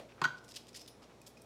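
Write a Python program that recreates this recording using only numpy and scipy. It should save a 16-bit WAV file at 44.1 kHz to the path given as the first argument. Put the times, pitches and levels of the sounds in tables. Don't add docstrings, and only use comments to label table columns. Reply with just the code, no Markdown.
import sys
import numpy as np
from scipy import signal
from scipy.fft import rfft, irfft, next_fast_len
from scipy.io import wavfile

SR = 44100
rng = np.random.default_rng(int(sys.argv[2]) if len(sys.argv) > 2 else 0)


def int16_out(signal):
    q = np.round(np.clip(np.atleast_2d(signal).T, -1, 1) * 32767)
    wavfile.write(sys.argv[1], SR, q.astype(np.int16))


N = 63945

# [t/s, level/dB, contact time/ms, crack level/dB, counter thump level/dB]
KNOCKS = [(0.2163, -25.5, 0.2, -10.5, -41), (0.2223, -30.5, 0.14, -20, -43), (0.2265, -28, 0.58, -34, -44),
          (0.2358, -45, 0.18, -23, -54), (0.239, -40, .2, -20, -75), (0.2547, -34.5, 0.27, -42, -43.5)]
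# [t/s, length/s, slip rate f/Hz, level/dB, grit level/dB]
SKIDS = [(0.2391, 0.011, 1395, -27.5, -31), (0.2514, .0035, 1482, -26.5, -32.5)]
# [f/Hz, relative level/dB, t60/s]
HANDLE_MODES = [(934, -5, 0.039), (1068, -1, 0.058), (1228, -2.5, 0.034), (1326, -12, 0.073),
                (1481, -5.5, 0.034), (1907, -8.5, 0.064), (2160, -13, 0.025), (2639, -17, 0.031),
                (3168, -19, 0.033), (3630, -25, 0.05), (3850, -44, 0.013), (4680, -21, 0.034),
                (5810, -26, 0.036), (6500, -17.5, 0.027), (7460, -29, 0.023)]
# [f/Hz, relative level/dB, t60/s]
COUNTER_MODES = [(123, -22, 0.093), (140.7, 3, 0.12), (251, -4, 0.11), (361, 0.5, 0.086)]
# [f/Hz, relative level/dB]
CRACK_SPECTRUM = [(200, -39), (600, 7), (900, 11.5), (1300, -9), (2000, 7), (3300, 2.5), (4600, 5.5),
                  (5300, -6), (7500, -9), (10000, -18.5), (16000, -27)]
# [t/s, click level/dB, ring level/dB, strongest ringing f/Hz]
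TICKS = [(0.3713, -37, -69, 5140), (0.4412, -55, -66.5, 7440), (0.4808, -30.5, -66, 6360),
         (0.4900, -45, -58, 5300), (0.5502, -25, -66, 5200), (0.5582, -21.5, -75, 5700),
         (0.5695, -37, -59, 5700), (0.6693, -30, -67, 5200), (0.7306, -34.5, -59, 3800),
         (0.7470, -42, -58, 5050), (0.7622, -27, -77, 6500), (0.7707, -56, -81, 5200),
         (0.795, -30, -56, 4770), (0.811, -47, -60.5, 5150), (0.8620, -30.5, -82, 4800),
         (0.8767, -32, -57, 10300), (0.9050, -55, -65, 5190), (1.03, -36, -69, 4860),
         (1.0390, -54, -86, 4800), (1.2152, -41, -58, 2480), (1.2700, -39, -59, 12600),
         (1.3707, -55, -54, 2430), (1.4180, -44, -69, 8450)]
# [f/Hz, relative level/dB, t60/s]
BLADE_MODES = [(2490, 0, .06), (4790, -6, .1), (5190, 0, .16), (5696, -4, .28), (6444, -3, .12),
               (8520, -6, .09), (9168, -11, .28), (9778, -2, .19), (14180, -1, .14)]
# [t/s, length/s, level/dB, treble tilt/(dB per octave), contact resonance f/Hz]
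RASPS = [(0.378, .014, -60, -4, 4950), (0.439, .012, -61.5, 1, 8300), (0.48, 0.035, -60, 1.5, 5300),
         (0.507, 0.0174, -53, 0.5, 5360), (0.539, 0.019, -56.5, -2.5, 6000), (0.558, 0.019, -45, 0, 3100),
         (0.679, 0.018, -58, -.5, 8100), (0.742, 0.02, -50, -2.5, 5000), (0.760, 0.02, -46.5, 1.5, 6100),
         (0.775, .040, -60.5, -0.5, 5160), (0.809, 0.012, -53, 3, 5300), (0.876, .015, -55, -2, 3700),
         (1.015, .036, -63, -4.5, 4900), (1.215, .006, -58.5, 6.5, 7700), (1.261, 0.022, -55, 1, 6750),
         (1.372, 0.0099, -67, 1.5, 4670), (1.4155, 0.0073, -60.5, 8, 8300)]
# [f/Hz, relative level/dB]
RASP_SPECTRUM = [(300, -19.5), (1000, -19), (1800, -9.5), (2400, -6), (3200, -1), (4100, -3), (5200, 1),
                 (6000, -5.5), (7700, -4.5), (9500, -11), (11000, -12), (13000, -19), (14500, -18),
                 (16000, -31)]
# [t/s, length/s, level/dB, treble tilt/(dB per octave),
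# contact resonance f/Hz]
BRUSHES = [(0.085, .05, -64.5, 5, 2700), (0.172, 0.054, -60, -4, 1390), (1.01, 0.036, -63, -10, 1190),
           (1.085, 0.043, -66.5, -0.5, 980)]
# [f/Hz, relative level/dB]
BRUSH_SPECTRUM = [(200, -15), (700, 1), (1200, 7), (2600, 1), (5000, -14), (12000, -43)]
# [centre f/Hz, full width at half amplitude/Hz, initial rms level/dB]
FADING_BANDS = [(587, 61, -51), (650, 160, -51), (358, 220, -54.5), (1390, 6600, -56)]
# [f/Hz, relative level/dB]
ROOM_SPECTRUM = [(100, -5.5), (400, -4), (800, 2), (980, -2), (1130, 0), (1380, -7), (1580, 3), (1760, -14),
                 (2150, -2), (2900, -1), (4600, 0.5), (9000, 0), (15000, 3.5)]
# [f/Hz, relative level per Hz/dB]
AIR_SPECTRUM = [(18, -35), (30, -34), (95, -4), (165, -3), (499, -2), (1250, -14.5), (1590, -18.5),
                (2480, -19), (2750, -22.5), (3980, -21), (5040, -26), (5450, -22), (6210, -25.5),
                (11700, -34.5), (16000, -41.5)]
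# [f/Hz, rms level/dB]
HUM = [(60, -74), (119, -70.5), (237, -73.5), (359, -81)]

CRACK_DECAY_S, TICK_DECAY_S = 0.002, 0.0012
SLIP_JITTER = 0.25
BOARD_LOW_HZ = 107
RING_FALL_DB_PER_OCTAVE = 11
CATCHES_PER_S, CATCH_DECAY_S = 1400, 0.00042
STROKE_RISE, STROKE_FALL = 0.22, 0.18
CONTACT_DB, CONTACT_OCTAVES = 3, 0.17
ROOM_DB, ROOM_T60_S, ROOM_TREBLE_T60_S, ROOM_BUILD_S = -8.5, 0.43, 0.27, 0.0033
ROOM_SPLIT_HZ = 3000
FADING_T60_S = 0.25
AIR_DB = -60
TOP_HZ = 15900


def undb(db):
    return 10 ** (np.asarray(db) / 20)


def unit(x):
    return x / np.sqrt(np.mean(x ** 2) + 1e-20)


def add(out, at_s, x):
    start = max(int(at_s * SR), 0)
    out[start:start + len(x)] += x[:N - start]


def high_pass(x, order, hz):
    return signal.sosfilt(signal.butter(order, hz, "high", fs=SR, output="sos"), x)


def colour(x, points, tilt_db=0):
    size = 2 * next_fast_len(len(x) // 2 + 2048)
    octave = np.log2(np.maximum(np.fft.rfftfreq(size, 1 / SR), 1))
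    hz, db = np.array(points).T
    slope = np.maximum(octave - np.log2(5000), -3)
    level_db = np.interp(octave, np.log2(hz), db) + tilt_db * slope
    cepstrum = irfft(np.log(undb(level_db)))
    cepstrum[1:size // 2] *= 2
    cepstrum[size // 2 + 1:] = 0
    response = np.exp(rfft(cepstrum))
    return irfft(rfft(x, size) * response)[:len(x)]


def fade(t60):
    return np.exp(-np.log(1000) * np.arange(N) / SR / t60)


def damped_mode(hz, db, t60):
    t = np.arange(N) / SR
    return undb(db) * fade(t60) * np.sin(2 * np.pi * hz * t)


def ring(force, modes):
    response = sum((-1) ** k * damped_mode(*mode) for k, mode in enumerate(modes))
    return signal.fftconvolve(force, response)[:N]


def burst(decay_s):
    t = np.arange(SR // 50) / SR
    noise = rng.standard_normal(len(t)) * np.exp(-t / decay_s)
    return noise / np.linalg.norm(noise)


def swell(length_s, rise, fall):
    progress = np.arange(SR // 10) / SR / length_s
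    return np.clip(np.minimum(progress / rise, (1 - progress) / fall), 0, 1)


def friction():
    count = SR // 10
    catches = (rng.random(count) < CATCHES_PER_S / SR).astype(float)
    grip = signal.lfilter([1], [1, -np.exp(-1 / (CATCH_DECAY_S * SR))], catches)
    return unit((unit(grip) + 0.5) * rng.standard_normal(count))


def handle():
    push, crack, thump = np.zeros((3, N))
    t = np.arange(SR // 10) / SR
    for at, db, contact_ms, crack_db, thump_db in KNOCKS:
        blow = t * np.exp(-t * 4000 / contact_ms)
        blow /= blow.sum()
        add(push, at, undb(db) * blow)
        add(thump, at, undb(thump_db) * blow)
        add(crack, at, undb(crack_db) * burst(CRACK_DECAY_S))
    for at, length, slip_hz, db, grit_db in SKIDS:
        pressure = swell(length, rise=0.26, fall=0.42)
        slip_rate = slip_hz * (1 + SLIP_JITTER * rng.standard_normal(len(t)))
        cycles = np.cumsum(slip_rate) / SR
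        slips = np.diff(np.floor(cycles), prepend=0)
        add(push, at, undb(db) * pressure * slips)
        add(crack, at, undb(grit_db) * pressure * friction())
    sound = ring(push, HANDLE_MODES) + ring(thump, COUNTER_MODES) + colour(crack, CRACK_SPECTRUM)
    return high_pass(sound, 4, BOARD_LOW_HZ)


def blade_ticks():
    click, rings = np.zeros((2, N))
    modes = np.array([damped_mode(*mode) for mode in BLADE_MODES])
    mode_hz = np.array(BLADE_MODES)[:, 0]
    for at, click_db, ring_db, ring_hz in TICKS:
        add(click, at, undb(click_db) * burst(TICK_DECAY_S))
        octaves = np.abs(np.log2(mode_hz / ring_hz))
        weights = undb(ring_db - RING_FALL_DB_PER_OCTAVE * octaves)
        add(rings, at, weights @ modes)
    return colour(click, RASP_SPECTRUM) + rings


def strokes(table, spectrum):
    out = np.zeros(N)
    reach = 2 ** (2 * CONTACT_OCTAVES)
    for at, length, db, tilt_db, contact_hz in table:
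        peak = [(contact_hz / reach, 0), (contact_hz, CONTACT_DB), (contact_hz * reach, 0)]
        rub = colour(colour(friction(), spectrum, tilt_db), peak)
        pressure = swell(length, STROKE_RISE, STROKE_FALL)
        add(out, at, undb(db) * unit(rub) * pressure)
    return out


def fading_ring():
    f = np.fft.rfftfreq(N, 1 / SR)
    out = np.zeros(N)
    for hz, width, db in FADING_BANDS:
        resonance = 1 / (1 + (2 * (f - hz) / width) ** 2)
        band = irfft(rfft(rng.standard_normal(N)) * resonance, N)
        out += undb(db) * unit(band)
    return out * fade(FADING_T60_S)


def kitchen(x):
    low_pass = signal.butter(2, ROOM_SPLIT_HZ, fs=SR, output="sos")
    low = signal.sosfilt(low_pass, rng.standard_normal(N))
    treble = high_pass(rng.standard_normal(N), 2, ROOM_SPLIT_HZ)
    tail = low * fade(ROOM_T60_S) + treble * fade(ROOM_TREBLE_T60_S)
    tail *= np.clip(np.arange(N) / SR / ROOM_BUILD_S, 0, 1)
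    tail = colour(tail / np.linalg.norm(tail), ROOM_SPECTRUM)
    return undb(ROOM_DB) * signal.fftconvolve(x, tail)[:N]


def appliance_hum():
    t = np.arange(N) / SR
    return sum(undb(db) * np.sqrt(2) * np.sin(2 * np.pi * (hz * t + rng.random())) for hz, db in HUM)


def room_air():
    return undb(AIR_DB) * unit(colour(rng.standard_normal(N), AIR_SPECTRUM))


def scene():
    rasps = strokes(RASPS, RASP_SPECTRUM)
    brushes = strokes(BRUSHES, BRUSH_SPECTRUM)
    near = handle() + blade_ticks() + rasps + brushes
    background = fading_ring() + appliance_hum() + room_air()
    return (near + kitchen(near) + background)[None]


def record(dry):
    low_pass = signal.ellip(10, 0.2, 70, TOP_HZ, fs=SR, output="sos")
    return signal.sosfilt(low_pass, dry)


dry = scene()
out = record(dry)
int16_out(out)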